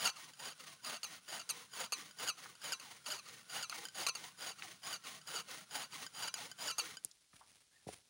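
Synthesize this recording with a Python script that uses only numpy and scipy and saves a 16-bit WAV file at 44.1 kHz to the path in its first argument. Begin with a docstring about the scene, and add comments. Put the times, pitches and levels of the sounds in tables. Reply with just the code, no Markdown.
"""A hand saw works back and forth through a thin standing trunk in a forest: loud pulls, lighter pushes.
Each tooth is a burst of tiny fractures that sounds directly and rings the modes of blade and frame.
Along the way the thin blade chatters and pings, its pitch set by how tightly the kerf grips it.
Then the sawing stops and someone steps over dry leaves and twigs: damped thuds, cracks and crackling grains.
One microphone hears it all from a few metres away, with echoes off the trees and a faint steady hush."""
import sys
import numpy as np
from scipy import signal
from scipy.fft import rfft, irfft, next_fast_len
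from scipy.io import wavfile
from scipy.ndimage import uniform_filter1d

SR = 44100
rng = np.random.default_rng(int(sys.argv[2]) if len(sys.argv) > 2 else 0)


def file_out(sig):
    """Save sig as 16-bit WAV at sys.argv[1]."""
    # one column per channel
    cols = np.atleast_2d(sig).T
    # limit, then scale
    lim = np.clip(cols, -1, 1)
    pcm = np.round(lim * 32767).astype(np.int16)
    wavfile.write(sys.argv[1], SR, pcm)


N = 356769
TIME = np.arange(N) / SR

# One pull and the push back. Each row: start in seconds, length of the pull in seconds, pull level in dB,
# push level in dB.
STROKES = [(-0.04, 0.17, -39.5, -51.5), (0.36, .2, -47.5, -54), (0.81, 0.2, -44.8, -53.3),
           (1.249, 0.21, -45.8, -51.3), (1.70, .205, -45, -51.3), (2.155, 0.19, -43.5, -54.5),
           (2.585, .195, -45, -53), (3.026, .195, -45, -55.5), (3.465, .215, -44, -48),
           (3.916, 0.21, -43, -51.5), (4.357, .2, -46, -52), (4.8, .21, -46.5, -49.5),
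           (5.242, .21, -44.5, -49), (5.678, .215, -44.5, -47.5), (6.115, .215, -45, -47.5),
           (6.554, .2, -45, -49)]
# Bending modes of the blade. Each row: frequency when free in Hz, frequency when gripped in Hz, level in dB,
# t60 in the kerf in seconds, after-ring level in dB, after-ring t60 in seconds.
BLADE_MODES = [(1052, 1600, -7.5, 0.055, -9.5, 0.2), (2367, 3133, -1, 0.048, -11, 0.043),
               (3975, 4945, 4.5, 0.031, -13, 0.079), (6050, 6900, 3.5, 0.034, -12, 0.12),
               (8570, 9550, -0.5, 0.024, -20, 0.094), (11260, 11000, -10, 0.025, -22, 0.08)]
# Narrow resonances of the saw's frame, its stretched blade and the trunk. Each row: frequency in Hz,
# width in Hz, level in dB.
FRAME_MODES = [(168, 8.3, -31), (473, 40, -23), (765, 61, -17.5), (1070, 10, -48), (1505, 56, -18),
               (1883, 110, -9), (2080, 40, -12), (2229, 26, -16), (3100, 41, -24), (3960, 45, -19),
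               (6160, 45, -15.5), (6690, 59, -17)]
# The blade sticks and judders loudly. Each row: start in seconds, length in seconds, level in dB,
# grip from 0 (free) to 1 (held).
CHATTER = [(0.042, .011, -40.5, 0.93), (0.054, 0.022, -32.3, 0.61), (0.847, 0.0063, -46.5, 0.56),
           (1.032, .019, -42, .48), (1.395, .01, -46.5, .75), (1.492, 0.016, -41, 0.51),
           (1.498, .014, -38, 0.01), (1.922, 0.016, -36, 0.48), (2.275, .012, -40, .66),
           (2.285, .016, -36, .52), (2.722, .014, -37.5, .67), (2.798, .004, -50, .45),
           (3.062, .008, -45, .4), (3.103, 0.03, -41.5, 0.69), (3.188, .01, -50.5, .3),
           (3.627, .019, -43, 0.58), (3.697, .004, -42, .38), (4.066, .009, -33, 0.28),
           (4.085, .01, -35.5, 0.55), (4.152, .007, -41.5, .6), (4.928, 0.015, -42, 0.84),
           (5.356, 0.024, -42.5, 0.85), (6.224, 0.019, -42, .84), (6.275, 0.011, -42, 0.81),
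           (6.341, .004, -38, 0.95), (6.673, 0.041, -40.5, .73), (6.783, 0.0157, -34.5, 0.7)]
# A push runs in to the handle and knocks on the trunk. Each row: start in seconds, level in dB.
KNOCKS = [(0.335, -57), (2.11, -56), (2.553, -58), (3.853, -43.5), (3.886, -49.5), (5.215, -58),
          (6.065, -45.5), (6.515, -47.5), (6.97, -46.5)]
# Wood fibres and twigs crack. Each row: start in seconds, peak in dB, centre in Hz, t60 in seconds.
CRACKS = [(2.457, -42.5, 1300, 0.042), (3.725, -34.5, 1573, 0.021), (4.623, -30, 2500, 0.011),
          (4.681, -47, 2560, 0.013), (7.048, -23, 8440, .006), (7.05, -49, 6100, 0.068),
          (7.113, -46.5, 5420, 0.027), (7.331, -57, 1399, 0.048), (7.41, -51, 1040, 0.13),
          (7.875, -58, 7000, .012)]
# A heel or sole lands. Each row: start in seconds, peak in dB, brightness in dB per octave.
FOOTFALLS = [(7.048, -54.5, 0), (7.335, -60, -6), (7.867, -39.5, -2), (7.887, -36, 6.5)]
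# Modes of soft ground and buried wood. Each row: frequency in Hz, level in dB, t60 in seconds.
SOIL_MODES = [(85, -14, .12), (123, -5, 0.074), (190, 0, .04), (310, -6, 0.053), (421, -2.5, 0.054),
              (550, -4, 0.031), (736, -3, 0.029), (975, -19, 0.028)]
# A boot stirs the dry leaves. Each row: moment of the peak in seconds, level in dB,
# time to fade by about 9 dB in seconds.
SCUFFS = [(7.04, -64, 0.07), (7.34, -66, 0.22), (7.5, -68, 0.14), (7.73, -75, 0.6), (7.884, -56.5, 0.04),
          (7.938, -53.5, .028)]
# Spectrum of the teeth tearing wood on a pull. Each row: frequency in Hz, relative level in dB.
PULL_COLOUR = [(40, -21), (90, -8), (160, -0.5), (330, -5.5), (750, 5), (1400, 6.5), (2000, 0.5),
               (3000, 5.5), (5600, 0.5), (8000, -4.5), (9700, 3), (12800, -22), (13900, -15.5),
               (15000, -0.5)]
# Spectrum of the teeth riding over wood on a push. 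Each row: frequency in Hz, relative level in dB.
PUSH_COLOUR = [(40, -24), (90, -35), (160, -11), (330, -1), (650, -9.5), (1100, 7.5), (2000, 0),
               (3000, 7.5), (6500, 3), (7700, -3), (9600, 3.5), (12800, -14.5), (13900, -24), (15500, 3.5)]
# Spectrum of rustling leaves, shared by the sleeves. Each row: frequency in Hz, relative level in dB.
LEAF_COLOUR = [(40, 4.5), (130, 0.5), (500, -4), (1000, -4.5), (2200, -1.5), (6000, -3), (7900, -8),
               (9700, 2), (12800, -27), (16000, -7.5)]
# Spectrum of the forest's hush. Each row: frequency in Hz, relative level in dB.
FOREST_COLOUR = [(30, -7), (120, 4), (400, -6), (900, -17), (4000, 8.5), (7800, 5.5), (9700, 4),
                 (13000, -7), (16000, -39)]

SAWING_ENDS_S = 7.0
PULL_FASTEST, PUSH_FASTEST = 0.508, 0.34  # share of the stroke at which the blade is fastest
BITE_S, BITE_RISE_S = 0.032, 0.0057  # the teeth skid this long after each turn, then dig in
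GRIP_AT_HANDLE, GRIP_AT_TIP = 0.95, 0.618  # the kerf's hold on the blade, before it wanders
BRIGHT_AT_HANDLE_DB, BRIGHT_AT_TIP_DB = 2, -4.5  # the top of the rasp dulls as the blade runs out
SCUFF_ATTACK_S = 0.018
SLEEVES_DB, CLOTHES_DB = -67.5, -75.5  # rustle while the arm works, and afterwards
CUTOFF_HZ = 15750


def from_db(db):
    """Decibels to gain."""
    return 10 ** (np.asarray(db) / 20)


def rms_one(x):
    """Scale to an rms of 1."""
    return x / np.sqrt(np.mean(x ** 2) + 1e-20)


def add(out, s, sound):
    """Mix a sound in at time s, in seconds."""
    at = max(round(s * SR), 0)
    out[at:at + len(sound)] += sound[:max(N - at, 0)]


def drift(rate, size=N):
    """Random wander around zero: straight lines between normal random points, rate points a second."""
    knots = np.arange(size) * rate / SR
    points = rng.standard_normal(size // 40 + 2)
    return np.interp(knots, np.arange(len(points)), points)


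def coloured(x, spectrum):
    """Filter a steady sound with a spectrum drawn over log frequency; rms 1."""
    hz, level_db = np.transpose(spectrum)
    size = next_fast_len(N)
    bins = np.maximum(np.arange(size // 2 + 1) * SR / size, 1)
    gain = from_db(np.interp(np.log(bins), np.log(hz), level_db))
    return rms_one(irfft(rfft(x, size) * gain, size)[:N])


def ring(force, hz, t60):
    """A damped mode driven by a force; its frequency may glide."""
    turn = np.exp(2j * np.pi * np.cumsum(hz + np.zeros(len(force))) / SR)
    decay = from_db(-60 / (t60 * SR))  # per sample
    # shift the mode down to 0 Hz, smooth there, shift back up
    envelope = signal.lfilter([1, 1], [1, -decay], force / turn + 1e-18)
    return (turn * envelope).real


def grains(per_s, spread_db):
    """Tiny fractures at random moments, of widely different sizes; rms 1."""
    sizes = from_db(spread_db * np.minimum(rng.exponential(1, N), 4)) * rng.choice([-1, 1], N)
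    return rms_one(sizes * (rng.random(N) < per_s / SR))


def stroke_spans():
    """Pulls and pushes as rows of (start s, end s, level dB); each push lasts until the next pull."""
    start, pull_s, pull_db, push_db = np.transpose(STROKES)
    turn = start + pull_s
    end = np.append(start[1:], SAWING_ENDS_S)
    return np.transpose([start, turn, pull_db]), np.transpose([turn, end, push_db])


def pulls(treble_from_hz=6500):
    """The cutting stroke bites deep; the grip eases and the rasp dulls as the blade comes out."""
    spans, _ = stroke_spans()
    speed, loudness = arm(spans, PULL_FASTEST, steepness=1.65, skid_db=-4, lift_s=0.057)
    force = teeth(speed, teeth_per_s=260, bite_db=1.5, catch_db=2.6, spread_db=3.6)
    # 0 at the handle, 1 at the tip
    drawn = np.interp(TIME, spans[:, :2].ravel(), np.tile([0, 1], len(spans)))
    grip = np.interp(drawn, [0, 1], [GRIP_AT_HANDLE, GRIP_AT_TIP]) + 0.17 * drift(90)
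    sound = rasp(force, speed, PULL_COLOUR, blade_db=-6.5, sing_db=5.0, frame_db=-10,
                 grip=grip, slow_cut_hz=290)
    lows = signal.sosfiltfilt(signal.butter(2, treble_from_hz, fs=SR, output="sos"), sound)
    treble_db = np.interp(drawn, [0, 1], [BRIGHT_AT_HANDLE_DB, BRIGHT_AT_TIP_DB])
    return loudness * (lows + (sound - lows) * from_db(treble_db))


def pushes():
    """On the way back the teeth ride over the wood."""
    _, spans = stroke_spans()
    speed, loudness = arm(spans, PUSH_FASTEST, steepness=1.21, skid_db=-2.5, lift_s=0.07)
    force = teeth(speed, teeth_per_s=440, bite_db=1.5, catch_db=3.0, spread_db=3.5)
    grip = 0.5 + 0.29 * drift(44)
    sound = rasp(force, speed, PUSH_COLOUR, blade_db=-28.5, sing_db=20, frame_db=-4.5,
                 grip=grip, slow_cut_hz=100)
    return loudness * sound


def arm(spans, fastest, steepness, skid_db=-5, lift_s=0.058):
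    """Blade speed swells in each stroke, loudness follows its power; the teeth skid, dig in and lift off."""
    speed, loudness = np.zeros(N), np.zeros(N)
    for start, end, level_db in spans:
        t = TIME[(TIME >= start) & (TIME < end)] - start
        length = end - start
        phase = np.interp(t, [0, fastest * length, length], [0, np.pi / 2, np.pi])
        swing = np.abs(np.sin(phase))
        skid = from_db(skid_db * np.clip(1 - (t - BITE_S) / BITE_RISE_S, 0, 1))
        lift = np.clip((length - t) / lift_s, 0, 1)
        add(speed, start, swing)
        add(loudness, start, from_db(level_db) * skid * lift * swing ** steepness)
    return speed, loudness


def teeth(speed, teeth_per_s, bite_db, catch_db, spread_db):
    """Each passing tooth tears a clump of fibres; the blade catches and slips unevenly."""
    # the tooth rate scales with blade speed and jitters
    passed = np.cumsum(teeth_per_s * speed * from_db(1.4 * drift(66))) / SR
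    clump_db = bite_db * np.cos(2 * np.pi * passed) + catch_db * drift(70)
    return rms_one(grains(14000, spread_db) * from_db(clump_db))


def rasp(force, speed, colour, blade_db, sing_db, frame_db, grip, slow_cut_hz):
    """Tearing fibres sound directly and shake the blade and the frame."""
    pace = np.minimum(speed, 1) ** 2
    blade = sum(from_db(db) * ring(force, free + grip * (held - free), t60)
                for free, held, db, t60, *_ in BLADE_MODES)
    # a mode's t60 follows from its width
    frame = sum(from_db(db) * rms_one(ring(force, hz, np.log(1000) / np.pi / width))
                for hz, width, db in FRAME_MODES)
    # slack sideways modes (Hz, dB) wander as the kerf slides along the blade
    slack = sum(from_db(db) * rms_one(ring(force, hz * 2 ** (0.332 * drift(16)), 0.067))
                for hz, db in [(300, -23.5), (620, -17.5), (1100, -15.0)])
    tearing = coloured(force, colour) + slack
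    # slow teeth only scratch and make the blade sing: the lows need speed
    thin = signal.sosfilt(signal.butter(1, slow_cut_hz, "high", fs=SR, output="sos"), tearing)
    direct = thin + pace * (tearing - thin)
    singing = from_db(blade_db + sing_db * (1 - pace)) * rms_one(blade)
    return direct + singing + from_db(frame_db) * frame


def turns(sing_db=-74, scratch_db=-68, width_s=0.038):
    """Each time the arm reverses, the creeping blade scratches and briefly sings on its first mode."""
    turning = sum(np.exp(-((TIME - start) / width_s) ** 2) for start, *_ in np.vstack(stroke_spans()))
    force = grains(6400, spread_db=2)
    free, held, *_ = BLADE_MODES[0]
    grip = 0.72 + 0.19 * drift(14)
    sing = rms_one(ring(force, free + (held - free) * grip, 0.054))
    return turning * (from_db(sing_db) * sing + from_db(scratch_db) * coloured(force, PUSH_COLOUR))


def chatter(pull_bright_db=-4.0, push_bright_db=-1.0, slack_bright_db=11, slack_below=0.3):
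    """Loud judders, duller in a pull than in a push; a barely held blade squeals on its top modes."""
    out = np.zeros(N)
    for s, length, level_db, grip in CHATTER:
        pulling = any(start <= s < start + pull_s for start, pull_s, *_ in STROKES)
        firm_bright_db = pull_bright_db if pulling else push_bright_db
        bright_db = np.interp(grip, [0, slack_below], [slack_bright_db, firm_bright_db])
        add(out, s, from_db(level_db) * judder(length, grip, bright_db))
    return out


def judder(length, grip, bright_db, wedged=False, slaps_per_s=330, slap_s=0.00058, sag=0.275,
           sag_s=0.011, wobble=0.19, scrape_db=-1.5, rub=0.13):
    """The blade slaps the kerf walls; its modes sag as the grip eases, then ring on. Wedged, it keeps pitch."""
    t = np.arange(SR // 5) / SR
    # a hard first slap, then uneven rebounds
    bounces = np.floor(np.cumsum(slaps_per_s * from_db(3.5 * drift(400, size=len(t)))) / SR)
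    slaps = np.diff(bounces, prepend=0) * (t < length) * rng.uniform(1.0, 2.04, len(t))
    slaps[0] = 2
    slapping = signal.lfilter([1], [1, -np.exp(-1 / (slap_s * SR))], slaps)
    rubbing = rub * np.exp(-np.maximum(t - length, 0) / (0.88 * length))
    force = (slapping + rubbing) * rng.standard_normal(len(t))
    easing = 0 if wedged else sag * np.clip((t - 0.6 * length) / (sag_s + length / 2), -0.4, 1)
    grip_now = np.maximum(grip - easing + wobble * drift(178, size=len(t)) * (t < length), 0)
    band = signal.butter(2, [500, 7500], "band", fs=SR, output="sos")
    ping = from_db(scrape_db) * rms_one(signal.sosfilt(band, force))
    for free, held, db, t60, after_db, after_t60 in BLADE_MODES:
        struck = rms_one(ring(force, free + grip_now * (held - free), t60))
        # the after-ring: a wedged blade rings at its held pitch and dies twice as fast
        rest_hz, rest_t60 = (held, after_t60 / 2) if wedged else (free, after_t60)
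        fade = from_db(-60 * t / rest_t60) * np.clip((t - length) / sag_s, 0, 1)
        after = rms_one(np.sin(2 * np.pi * rest_hz * t) * fade)
        tilt_db = bright_db * np.log2(free / BLADE_MODES[2][0])  # dB per octave around the third mode
        ping += from_db(db) * (from_db(tilt_db) * struck + from_db(after_db) * after)
    return ping / np.sqrt(np.mean(ping[t < length + 0.005] ** 2))


def shivers(dig_db=-8.5, release_share=0.76, release_db=-6, catch_s=0.033, catch_db=-4.5,
            scatter_s=0.003, scatter_db=1.5):
    """The blade shivers lightly as the teeth dig in, as the pull lets go, and as the push catches."""
    out = np.zeros(N)
    for (start, turn, pull_db), (_, _, push_db) in zip(*stroke_spans()):
        late, louder = rng.normal(0, scatter_s, 2), rng.normal(0, scatter_db, 3)
        dig = judder(0.006, grip=0.8, bright_db=-6)
        add(out, start + BITE_S, from_db(pull_db + dig_db + louder[0]) * dig)
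        release = judder(0.009, grip=0.653, bright_db=-4.5)
        release_at = start + release_share * (turn - start) + late[0]
        add(out, release_at, from_db(pull_db + release_db + louder[1]) * release)
        catch = judder(0.014, grip=0.5, bright_db=-6.5)
        add(out, turn + catch_s + late[1], from_db(push_db + catch_db + louder[2]) * catch)
    return out


def knocks():
    """Each knock is one short tap on the wedged blade."""
    out = np.zeros(N)
    for s, level_db in KNOCKS:
        tap = judder(0.003, grip=0.89, bright_db=-4.5, wedged=True, scrape_db=-4)
        add(out, s, from_db(level_db) * tap)
    return out


def trunk(start_db=-75, follow=0.5, deepen_db_per_s=0.62):
    """The worked trunk thrums low, easing at each turn of the saw and growing as the cut deepens."""
    speed, _ = arm(np.vstack(stroke_spans()), PULL_FASTEST, steepness=1)
    smooth_speed = np.maximum(uniform_filter1d(speed, SR // 20), 0)
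    shaking = smooth_speed ** follow * rng.standard_normal(N)
    thrum = rms_one(ring(shaking, 127, 0.073) + ring(shaking, 155.5, 0.17) + 1.1 * ring(shaking, 186, 0.065))
    return from_db(start_db + deepen_db_per_s * TIME) * thrum


def cracks():
    """Fibres and twigs snap in short dry noise bursts, each in a broad band of its own."""
    out, t = np.zeros(N), np.arange(SR // 8) / SR
    for s, peak_db, hz, t60 in CRACKS:
        band = signal.butter(2, [hz / 1.4, min(hz * 1.31, 0.45 * SR)], "band", fs=SR, output="sos")
        burst = signal.sosfilt(band, rng.standard_normal(len(t)) * from_db(-60 * t / t60))
        add(out, s, from_db(peak_db) * burst / np.abs(burst).max())
    return out


def thuds():
    """The ground gives a few damped swings under the boot: deep for the heel, harder for the sole."""
    out, t = np.zeros(N), np.arange(SR // 4) / SR
    onset = 1 - np.exp(-t / 0.00084)
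    for s, peak_db, bright_db in FOOTFALLS:
        swing = np.zeros(len(t))
        for k, (hz, db, t60) in enumerate(SOIL_MODES):
            level = from_db(db + bright_db * np.log2(hz) - 60 * t / t60)
            swing += (-1) ** k * level * np.sin(2 * np.pi * hz * t)  # neighbours start in opposite directions
        swing *= onset
        add(out, s, from_db(peak_db) * swing / np.abs(swing).max())
    return out


def leaves():
    """Fine clumped grains: each scuff swells quickly and dies away, over the rustle of walking."""
    level = from_db(CLOTHES_DB) * (TIME >= SAWING_ENDS_S)
    for s, level_db, fade_s in SCUFFS:
        swell = np.exp(-np.maximum((s - TIME) / SCUFF_ATTACK_S, (TIME - s) / fade_s))
        level = np.hypot(level, from_db(level_db) * swell)
    crackle = rms_one(grains(6000, spread_db=4.5) * from_db(2.8 * drift(60)))
    return level * coloured(crackle, LEAF_COLOUR)


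def squeak(s=7.71, length_s=0.13, hz=1580, arch_hz=220, level_db=-76):
    """A faint squeak between the steps: a noise-driven mode whose pitch rises and falls."""
    out = np.zeros(N)
    arch = np.sin(np.linspace(0, np.pi, int(length_s * SR)))
    tone = rms_one(ring(rng.standard_normal(len(arch)), hz + arch_hz * arch, 0.045))
    add(out, s, from_db(level_db) * np.sqrt(np.abs(arch)) * tone)
    return out


def sleeves(low_hz=400):
    """The jacket rustles lightly as long as the arm works: thinned, unsteady grains."""
    rustle = coloured(grains(8000, spread_db=4.5) * from_db(2.0 * drift(30)), LEAF_COLOUR)
    thin = signal.sosfilt(signal.butter(1, low_hz, "high", fs=SR, output="sos"), rustle)
    return from_db(SLEEVES_DB) * (TIME < SAWING_ENDS_S) * thin


def ground(x, lag_s, bounce_db):
    """The forest floor returns the sound a moment later."""
    return x + from_db(bounce_db) * np.interp(TIME - lag_s, TIME, x, left=0)


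def forest(x, wet_db, t60, dull_hz):
    """Trunks all round throw back many weak, dull echoes."""
    t = np.arange(SR) / SR
    echoes = rng.standard_normal(SR) * (rng.random(SR) < 0.05) * (t > 0.008) * from_db(-60 * t / t60)
    echoes /= np.sqrt(np.sum(echoes ** 2))
    echoes = signal.sosfilt(signal.butter(1, dull_hz, fs=SR, output="sos"), echoes)
    return x + from_db(wet_db) * signal.fftconvolve(x, echoes)[:N]


def hush(level_db=-76):
    """The wood's faint steady hush is coloured noise."""
    return from_db(level_db) * coloured(rng.standard_normal(N), FOREST_COLOUR)


def scene():
    """Saw and steps among the echoing trees over the faint hush, alike in both channels."""
    blade = pulls() + pushes() + turns() + chatter() + shivers() + knocks()
    saw = ground(blade, lag_s=0.0043, bounce_db=-29) + trunk()
    near = saw + cracks() + thuds() + sleeves() + leaves() + squeak()
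    return np.tile(forest(near, wet_db=-23, t60=0.72, dull_hz=4330) + hush(), (2, 1))


def record(dry):
    """The microphone loses the deep bass; the top is cut steeply."""
    dry = signal.sosfilt(signal.butter(2, 55, "high", fs=SR, output="sos"), dry)
    return signal.sosfilt(signal.ellip(10, 0.1, 70, CUTOFF_HZ, fs=SR, output="sos"), dry)


dry = scene()
out = record(dry)
file_out(out)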